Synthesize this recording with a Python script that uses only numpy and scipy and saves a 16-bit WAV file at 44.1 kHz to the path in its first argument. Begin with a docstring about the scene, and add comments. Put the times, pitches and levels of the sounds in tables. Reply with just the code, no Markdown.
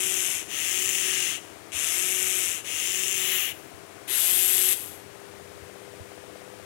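"""Five servos on a desk

Five hobby servos swing their arms to and fro, five moves in all, close to a phone used as microphone.
Each move is rotor hum on the desk, scrape and clack of gear teeth in plastic cases, brush fizz and whine.
At rest the servos tick and buzz in a repeating cycle, and the phone is carried nearer to the circuit board.
Air and fan noise and soft bumps of the hand lie beneath; servos reach the right channel as a faint wash."""
import sys
import numpy as np
from scipy import signal
from scipy.fft import rfft, irfft, next_fast_len
from scipy.io import wavfile
from scipy.ndimage import uniform_filter1d, map_coordinates

SR = 44100
rng = np.random.default_rng(int(sys.argv[2]) if len(sys.argv) > 2 else 0)


def int16_out(signal):
    """Quantize to a 16-bit WAV file."""
    q = np.round(np.clip(np.atleast_2d(signal).T, -1, 1) * 32767)
    wavfile.write(sys.argv[1], SR, q.astype(np.int16))


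N = 293264
TIME = np.arange(N) / SR
FREQ = np.fft.rfftfreq(N, 1 / SR)


def amp(db):
    """Decibels to gain."""
    return 10 ** (np.asarray(db) / 20)


def evened(x):
    """Scales to rms 1."""
    return x / np.sqrt(np.mean(x ** 2) + 1e-20)


def steady(x, size=2000):
    """Holds the slow level of x at rms 1, averaging its power over size samples."""
    return x / np.sqrt(abs(uniform_filter1d(x ** 2, size)) + 1e-12)


def read(points, hz):
    """Reads a spectrum between its points on a log-frequency axis."""
    f, value = np.transpose(points)
    return np.interp(np.log(hz + 1), np.log(f + 1), value)


def follow(rows, t):
    """Reads each column of a curve at the times t."""
    s, *columns = np.transpose(rows)
    return [np.interp(t, s, c) for c in columns]


def add(mix, s, sound):
    """Mixes a sound in at s seconds."""
    part = mix[max(round(s * SR), 0):][:len(sound)]
    part += sound[:len(part)]


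def wander(size, span):
    """Slow chance of rms 1, smooth over span seconds."""
    padded = next_fast_len(size)
    hz = np.fft.rfftfreq(padded, 1 / SR)
    slow = rfft(rng.standard_normal(padded)) / (1 + (hz * span) ** 4)
    return evened(irfft(slow, padded)[:size])


def ring(x, gain):
    """Passes x through a causal, minimum-phase body whose gain is given from 0 to SR / 2."""
    log_gain = np.log(np.maximum(np.r_[gain, gain[-2:0:-1]], 1e-5))
    response = np.fft.ifft(np.exp(np.conj(signal.hilbert(log_gain)))).real
    return signal.oaconvolve(x, response[:len(gain)])[:len(x)]


def pulse(t, rise):
    """A swell that peaks rise seconds in and dies away."""
    return (t / rise * np.exp(1 - t / rise)) ** 2


# colour of the room's air and fans: pitch_hz, relative level_db (per Hz)
ROOM_COLOUR = [(25, -16), (55, -21.5), (88, -2.5), (140, -8), (240, -13), (350, -6.5), (640, -11.5),
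               (900, -12), (1600, -13), (2300, -15), (4400, -22.5), (9500, -22), (16000, -33.5)]
# how much weaker that noise is in the right channel: pitch_hz, drop_db
ROOM_RIGHT_DROP = [(60, 8.1), (110, 11), (200, 13.7), (380, 23.4), (700, 23), (1290, 26), (2380, 26.4),
                   (4400, 20.0), (8120, 23), (15000, 8.6)]


def room_noise(db=-49.0, right_db=0):
    """Steady air and fan noise all around, unrelated in the two channels; db is relative."""
    left, right = rfft(rng.standard_normal((2, N))) * amp(read(ROOM_COLOUR, FREQ))
    right = right * amp(right_db - read(ROOM_RIGHT_DROP, FREQ))
    pair = irfft(np.array([left, right]), N)
    return amp(db) * pair / pair[0].std()


# soft bumps of the hand on the phone: start_s, left level_db, right level_db, pitch_hz
HAND_BUMPS = [(1.74, -38, -58, 78), (2.474, -44, -54, 78), (3.144, -43, -44, 115), (3.731, -47, -41, 90),
              (5.545, -55, -46, 109), (5.615, -38.5, -55, 78), (5.997, -40, -35, 90)]


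def bumps():
    """Dull, quickly dying thuds through the phone's body: a low tone roughened by slow noise."""
    out, t = np.zeros((2, N)), TIME[:6000]
    rise_s, grit = .013, .2
    for s, left_db, right_db, hz in HAND_BUMPS:
        for channel, db in zip(out, (left_db, right_db)):
            thud = np.sin(2 * np.pi * (hz * t + rng.random()))
            thud += grit * wander(len(t), .5 / hz)
            add(channel, s, amp(db) * thud * pulse(t, rise_s))
    return out


HOLD_CYCLE_S = .06  # three control frames


def nudges(rows):
    """Each correction jerks a motor, and its case rings briefly; the same pattern comes round every cycle."""
    out, t, uneven = np.zeros(N), TIME[:1000], .08
    for s, db, hz, rise_s in rows:
        tick = amp(db) * np.sin(2 * np.pi * hz * t) * pulse(t, rise_s)
        for start in np.arange(s, TIME[-1], HOLD_CYCLE_S):
            add(out, start, tick * (1 + uneven * rng.standard_normal()))
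    return out


# holding corrections from across the desk: start_s (within a cycle), relative level_db, pitch_hz, rise_s
NUDGES_ACROSS_DESK = [(.001, -44, 325, .003), (.007, -45.5, 665, .0026), (.018, -51, 660, .0025),
                      (.032, -52, 315, .004), (.055, -45, 430, .0016), (.0565, -45.5, 670, .0022)]
# the same columns, with the phone near the circuit board
NUDGES_AT_BOARD = [(.005, -51, 320, .003), (.019, -52, 600, .002), (.048, -52, 620, .0018),
                   (.0558, -45.5, 460, .0016), (.0567, -40.8, 665, .002), (.0572, -50, 1300, .0006)]
# steady hum and buzz: pitch_hz, relative level_db across the desk, relative level_db near the board
HOLDING_HUM = [(199.8, -71, -64), (299.8, -66, -71), (316.7, -69, -66), (333.1, -66, -72),
               (399.7, -60, -53.5), (433, -73, -66), (466.3, -68, -80), (499.7, -70, -56.5),
               (650, -63.5, -77), (666.2, -66, -70)]
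# the phone's approach to the circuit board: time_s, nearness (0-1)
BOARD_NEARNESS = [(3.9, 0), (4.8, 0.31), (5.5, 0.87), (6.1, 0.95)]


def holding():
    """Servos at rest tick in step with the control frames over steady tones; nearness blends two balances."""
    near = np.clip(follow(BOARD_NEARNESS, TIME)[0], 0, 1)
    ticks = (1 - near) * nudges(NUDGES_ACROSS_DESK) + near * nudges(NUDGES_AT_BOARD)
    tones = np.zeros(N)
    for hz, far_db, close_db in HOLDING_HUM:
        level = amp(far_db) * (1 - near) + amp(close_db) * near
        tones += level * np.cos(2 * np.pi * (hz * TIME + rng.random()))
    return ticks + np.sqrt(2) * tones


def desk_echo(x, t60=0.18):
    """Desk clutter and the small room return a short tail of scattered, dying reflections."""
    t = TIME[:12000]
    struck = rng.random(len(t)) < 2000 / SR  # about 2000 reflections a second
    taps = rng.standard_normal(len(t)) * struck * amp(-60 * t / t60) * (t > .002)
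    return signal.oaconvolve(x, taps / np.linalg.norm(taps))[:N]


DRIFT, DRIFT_S = .002, .2  # share of the speed, and the time it takes


def speeds(t, curve):
    """Turns per second of the humming and the worn motor: inertia rounds changes, uneven friction drifts."""
    inertia = 1500  # samples
    return [uniform_filter1d(hz, inertia, mode="nearest") * (1 + DRIFT * wander(len(t), DRIFT_S))
            for hz in follow(curve, t)]


COAST_S, COAST_DB_PER_S = .3, 60  # the coasting tail: its length and basic fade
# the ranges case, gears, brushes: attack (multiple of the swing's), steepness of the fade when braking
RANGE_RESPONSE = [(.4, 0.66), (.9, 0.95), (1.3, 1.05)]


def running(t, start, stop, jolt, attack, braking, coast_db):
    """Gain of each range: a jolt, a rise, a rounded fall under braking; the slowest servo coasts out."""
    braked = 1 - np.clip(1 - (stop - t) / braking, 0, 1) ** 2
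    since_stop = np.clip(t - stop, 0, COAST_S)
    coasting = amp(coast_db - COAST_DB_PER_S * since_stop) * (1 - (since_stop / COAST_S) ** 3)
    gains = []
    for lag, steepness in RANGE_RESPONSE:
        rising = 1 - (1 - jolt) * np.exp(-(t - start) / (attack * lag))
        gains.append(rising * np.maximum(braked ** steepness, coasting))
    return np.array(gains)


LOOSE, TIGHT = .72, .16  # clacking share (0-1) with loose teeth, and with teeth pressed tight
LOOSEN_S, KNOCK_POWER = .24, 3  # time to work loose; slow teeth knock less, by this power of speed
STRAIN_RISE_S = 0.21
# late in a swing back the gears come under load and growl: middle of the rise_s,
# then the change of case drone_db, gear teeth_db, brush fizz_db
GEAR_STRAINS = [(1.033, 2.2, -0.2, -5), (3.232, 4, -2.5, 7)]


def load(t, start, stop, speed):
    """Teeth work loose until a strain presses them tight: the clacking share and the gain of each range."""
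    slack = (1 - np.exp(-(t - start) / LOOSEN_S)) * speed ** KNOCK_POWER
    lift_db = 0
    for s, *range_db in GEAR_STRAINS:
        if start < s < stop:
            strain = np.clip(.5 + (t - s) / STRAIN_RISE_S, 0, 1)
            slack = slack * (1 - strain)
            lift_db = np.outer(range_db, strain)
    return TIGHT + (LOOSE - TIGHT) * slack, amp(lift_db)


# how the desk passes on the hum of a rotor: pitch_hz, gain_db
DESK_RESPONSE = [(165, -30), (186, -14), (215, -24), (260, -17), (320, -9.5), (343, -13), (358, -4),
                 (372, -.5), (420, -14), (540, -25), (620, -20), (665, -13), (712, -13), (738, -15),
                 (800, -28)]


def hum(rotor_hz, levels_db):
    """Imbalance pulls once a turn, magnets twice and four times; each order swells at desk resonances."""
    turns, waver_db, waver_s = np.cumsum(rotor_hz) / SR, 1, .07
    out = np.zeros(len(turns))
    for order, db in zip((1, 2, 4), levels_db):
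        level_db = db + read(DESK_RESPONSE, order * rotor_hz) + waver_db * wander(len(turns), waver_s)
        out += amp(level_db) * np.cos(2 * np.pi * order * turns)
    return np.sqrt(2) * out


def mesh(turns, others_db=-5):
    """Teeth of several gear trains scrape; the scraping partly repeats with every turn."""
    patterns, repeat = rng.standard_normal((3, 256)), .27  # share of the power that repeats
    trains = [(1, 0), (.955, others_db), (1.04, others_db)]  # speed ratio, level dB
    cyclic = np.zeros(len(turns))
    for pattern, (ratio, db) in zip(patterns, trains):
        place = turns * ratio % 1 * len(pattern)
        cyclic += amp(db) * map_coordinates(pattern, [place], order=3, mode="grid-wrap")
    fresh = rng.standard_normal(len(turns))
    return evened(np.sqrt(repeat) * evened(cyclic) + np.sqrt(1 - repeat) * fresh)


def clacks(turns, other_turns):
    """The worn tooth knocks once a turn, graze to full blow, and bounces; other gear trains knock between."""
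    out = np.zeros(len(turns))
    graze, chatter_db, slip, stray_db = 1.1, -14, .04, -4.5  # slip in turns
    for train, db in [(turns, 0), (.97 * other_turns, stray_db), (1.06 * other_turns, stray_db)]:
        size, late = rng.random(256) ** graze, rng.standard_normal(256)
        blow = np.arange(256) + slip * late
        bounce = blow + rng.uniform(.06, .25, 256)
        rebound = size * rng.uniform(0, .7, 256)
        at = np.searchsorted(train, np.r_[blow, bounce])
        inside = (at > 0) & (at < len(turns))
        out[at[inside]] += amp(db) * np.r_[size, rebound][inside]
    # the tooth chatters for a moment as it slides into and out of contact
    rattle = signal.oaconvolve(out, np.hanning(45), "same")
    return out + amp(chatter_db) * rattle * rng.standard_normal(len(out))


# the hardest knocks of the gear teeth: start_s, relative level_db (of the peak)
TOOTH_SLAMS = [(0.757, -19), (.882, -19), (0.893, -18), (.95, -16), (1.72, -26), (2.278, -22), (2.36, -22),
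               (4.254, -22), (4.393, -17), (4.42, -18)]


def hard_knocks(t, body):
    """Now and then a tooth slams across its whole play and rings the gearbox."""
    out, knock = np.zeros(len(t)), ring(signal.unit_impulse(len(body)), body)
    for s, db in TOOTH_SLAMS:
        if t[0] < s < t[-1] - COAST_S:
            add(out, s - t[0], amp(db) * knock / abs(knock).max())
    return out


# colour of the brush whine: pitch_hz, relative level_db
WHINE_COLOUR = [(5500, -13), (9000, -13), (10300, -6), (11200, -4), (11700, .5), (12300, -1.5), (12800, -9),
                (13200, -28), (16000, -24)]


def whine(commutator_hz):
    """Brushes snap over the commutator gaps: gliding high lines, with weaker rotor orders between."""
    waver, between_db, uneven_db = .0006, -7, 2.2
    hz = commutator_hz * (1 + waver * wander(len(commutator_hz), 0.03))
    phase = 2 * np.pi * np.cumsum(hz) / SR
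    orders = np.arange(39, 78) / 3  # thirds fall on the rotor's own orders
    levels_db = uneven_db * rng.standard_normal(len(orders)) + between_db * (orders % 1 > 0)
    lines = np.zeros(len(hz))
    for k, db in zip(orders, levels_db):
        lines += amp(read(WHINE_COLOUR, k * hz) + db) * np.cos(k * phase + 2 * np.pi * rng.random())
    return evened(lines)


# ringing and dead spots of the plastic cases, and a narrow notch near 4.6 kHz from a desk reflection: pitch_hz,
# width_hz, lift_db
CASE_RESONANCES = [(2130, 65, 2), (2810, 120, 1), (3490, 250, 1.5), (4430, 240, 5.5), (4580, 110, -10),
                   (6160, 580, 6), (7270, 160, 3.5), (11700, 330, -1), (12050, 280, -4.5),
                   (13800, 790, -8.5)]


def case_gain(hz, colour):
    """A plastic case lifts and swallows narrow bands of the gearbox's broad colour; a desk reflection cuts a
    narrow notch."""
    modes_db = sum(db / (1 + (2 * (hz - f) / w) ** 2) for f, w, db in CASE_RESONANCES)
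    return amp(read(colour, hz) + modes_db)


# where a knocked gear tooth rings: pitch_hz, width_hz
TOOTH_RESONANCES = [(2800, 1420), (7700, 2800)]


def tooth_gain(hz):
    """A struck tooth rings in a few broad bands."""
    return np.sqrt(sum(1 / (1 + (2 * (hz - f) / w) ** 4) for f, w in TOOTH_RESONANCES))


ROTOR_HZ = 191  # reference for full rotor speed, turns per second
GAPS_PER_TURN = 3  # commutator gaps
WHINE_FALL_DB = 31  # drop in whine drive from full speed to standstill
# how deeply the worn gear's stroke, once a turn, swells each range: depth (0-1) for case, gears, brushes
STROKE_DEPTH = [.1, .2, .07]


def move(row, colour, curve, hum_db, case_clack=0.63, fizz_clack=.15, others_db=-5):
    """One swing: scraping and clacks sound through case, gears and brushes, over the hum of the rotors."""
    start, length, jolt, attack, braking, case_db, gear_db, fizz_db, coast_db, whine_db = row
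    stop = start + length
    t = TIME[max(round(start * SR), 0):round((stop + COAST_S) * SR)]
    rotor_hz, worn_hz = speeds(t, curve)
    turns, speed = np.cumsum(worn_hz) / SR, worn_hz / ROTOR_HZ
    loose, strained = load(t, start, stop, speed)
    gains = running(t, start, stop, jolt, attack, braking, coast_db)
    stroke = 1 + np.outer(STROKE_DEPTH, np.cos(2 * np.pi * turns))
    case, gears, fizz = gains * strained * stroke

    hz = np.fft.rfftfreq(2048, 1 / SR)
    body, tooth = case_gain(hz, colour), tooth_gain(hz)
    scrape = mesh(turns)
    knocks = ring(steady(clacks(turns, np.cumsum(rotor_hz) / SR)), tooth)
    # power shares above the two borders between case, gears and brushes
    over_case = 1 - 1 / (1 + (hz / 4600) ** 24)
    over_gears = 1 - 1 / (1 + (hz / 9600) ** 24)

    def part(power, clack):
        """One range of the body, driven by its own blend of scrape and knock."""
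        share = np.clip(clack, 0, 1)
        drive = np.sqrt(1 - share) * scrape + np.sqrt(share) * knocks
        return steady(ring(drive, body * np.sqrt(power)))

    # the brushes sing mainly near full speed
    singing = amp(whine_db - WHINE_FALL_DB * (1 - speed))
    lines = evened(whine(GAPS_PER_TURN * worn_hz) + amp(others_db) * whine(GAPS_PER_TURN * rotor_hz))
    brushes = part(over_gears, fizz_clack * loose) + singing * lines
    brushes = brushes / np.hypot(1, singing)
    sound = amp(case_db) * case * part(1 - over_case, case_clack * loose)
    sound += amp(gear_db) * gears * part(over_case - over_gears, loose)
    sound += amp(fizz_db) * fizz * brushes
    sound += hum(rotor_hz, hum_db) * gains[0]
    sound += hard_knocks(t, body * tooth)
    return t[0], sound * signal.windows.tukey(len(t), .005)


# swings of the arms: start_s, length_s, first jolt (0-1), attack_s, braking_s,
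# relative levels: case drone_db, gear teeth_db, brush fizz_db; coasting_db, whine against fizz_db
SWINGS = [(-.5, 0.95, .1, .05, .2, -35.5, -31.5, -34, -17.5, -9),
          (.478, .92, 0, 0.11, 0.19, -34.5, -30.5, -33.5, -21.5, -14),
          (1.717, 0.91, 0.04, 0.05, .24, -35, -31.5, -33, -21.5, -7),
          (2.638, .9, .11, 0.11, 0.19, -35, -31.5, -35.5, -23, -9),
          (4.072, .68, 0, .05, 0.031, -34, -29.5, -25.5, -10.5, -2.5)]
# colour of the gearboxes, turning one way: pitch_hz, relative level_db (per Hz)
COLOUR_FORTH = [(470, -49), (800, -17), (1260, -2), (1460, -3.5), (1830, 1), (2800, 7), (4570, -5),
                (6170, -3.5), (7360, -0.5), (8880, -2), (11800, -4), (12600, -9), (13250, -30),
                (13900, -10), (15800, -18)]
# the same columns, turning back
COLOUR_BACK = [(470, -48), (800, -13.5), (1030, -14), (1270, -3.5), (1420, -9), (1850, 2.5), (2350, 3),
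               (2800, 9), (4510, -9), (6170, -5.5), (7170, -2), (8550, -7.5), (11400, 9.5), (13400, 5),
               (16000, 8)]
# the same columns, from close by
COLOUR_CLOSE = [(470, -48), (800, -16.5), (1020, -18.5), (2020, -7), (2320, -9.5), (2600, -5), (3510, -5),
                (4460, -6.5), (5510, -16), (6330, -16.5), (8340, -8), (9450, -6.5), (11800, 5),
                (13900, -7.5), (16000, -13)]
# rotor speeds through each swing: time_s, humming motor (turns per second), worn motor (turns per second)
ROTOR_SPEEDS = [
    [(-.3, 175, 176), (0, 186, 190), (.14, 186, 191), (.27, 178, 188), (.36, 162, 172), (.46, 125, 130)],
    [(.478, 95, 100), (.62, 160, 166), (.7, 180, 183), (.8, 186, 191), (.95, 188.5, 194), (1.1, 186, 188),
     (1.21, 184, 177), (1.3, 166, 160), (1.4, 125, 125)],
    [(1.716, 95, 107), (1.86, 163, 166), (1.95, 179, 180), (2.05, 184, 186), (2.2, 185, 190),
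     (2.32, 184, 193), (2.43, 180, 186), (2.53, 164, 168), (2.636, 120, 125)],
    [(2.638, 95, 100), (2.78, 160, 163), (2.86, 179, 184), (2.95, 185, 193), (3.1, 188.5, 195),
     (3.25, 186, 190), (3.37, 183, 178), (3.45, 165, 160), (3.54, 125, 125)],
    [(4.072, 70, 107), (4.16, 130, 156), (4.205, 161, 168), (4.26, 174, 177), (4.34, 181, 185),
     (4.48, 185, 186.5), (4.6, 186, 194), (4.73, 181, 194.5), (4.8, 170, 170)],
]
# hum of each swing: relative level_db once a turn, twice a turn, four times a turn
HUM_LEVELS = [(-48, -47, -45), (-47, -49.3, -51), (-47.5, -47, -45.5), (-46, -49.3, -51), (-51, -48, -42.5)]


def servos():
    """The five swings in turn: forth, back, forth, back, and the last heard from close by."""
    out = np.zeros(N)
    colours = (COLOUR_FORTH, COLOUR_BACK, COLOUR_FORTH, COLOUR_BACK, COLOUR_CLOSE)
    for swing in zip(SWINGS, colours, ROTOR_SPEEDS, HUM_LEVELS):
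        add(out, *move(*swing))
    return out


def scene(left_db=5.5, right_db=-34, wet_db=-12):
    """The servos reach the left channel almost alone; the right holds only a faint wash of them."""
    swings = servos()
    left = swings + amp(wet_db) * desk_echo(swings) + holding()
    right = desk_echo(left, t60=0.17)
    desk = np.array([amp(left_db) * left, amp(right_db) * right])
    return desk + amp(left_db) * room_noise() + bumps()


EDGE_HZ = 15850  # upper band limit


def record(dry, low_cut_hz=60):
    """The microphone's bass cut and the band limit."""
    bass_cut = signal.butter(2, low_cut_hz, "highpass", fs=SR, output="sos")
    thin = signal.sosfilt(bass_cut, dry)
    band_limit = signal.firwin(601, EDGE_HZ, window=("kaiser", 9), fs=SR)
    return signal.oaconvolve(thin, band_limit[None], "same")


dry = scene()
out = record(dry)
int16_out(out)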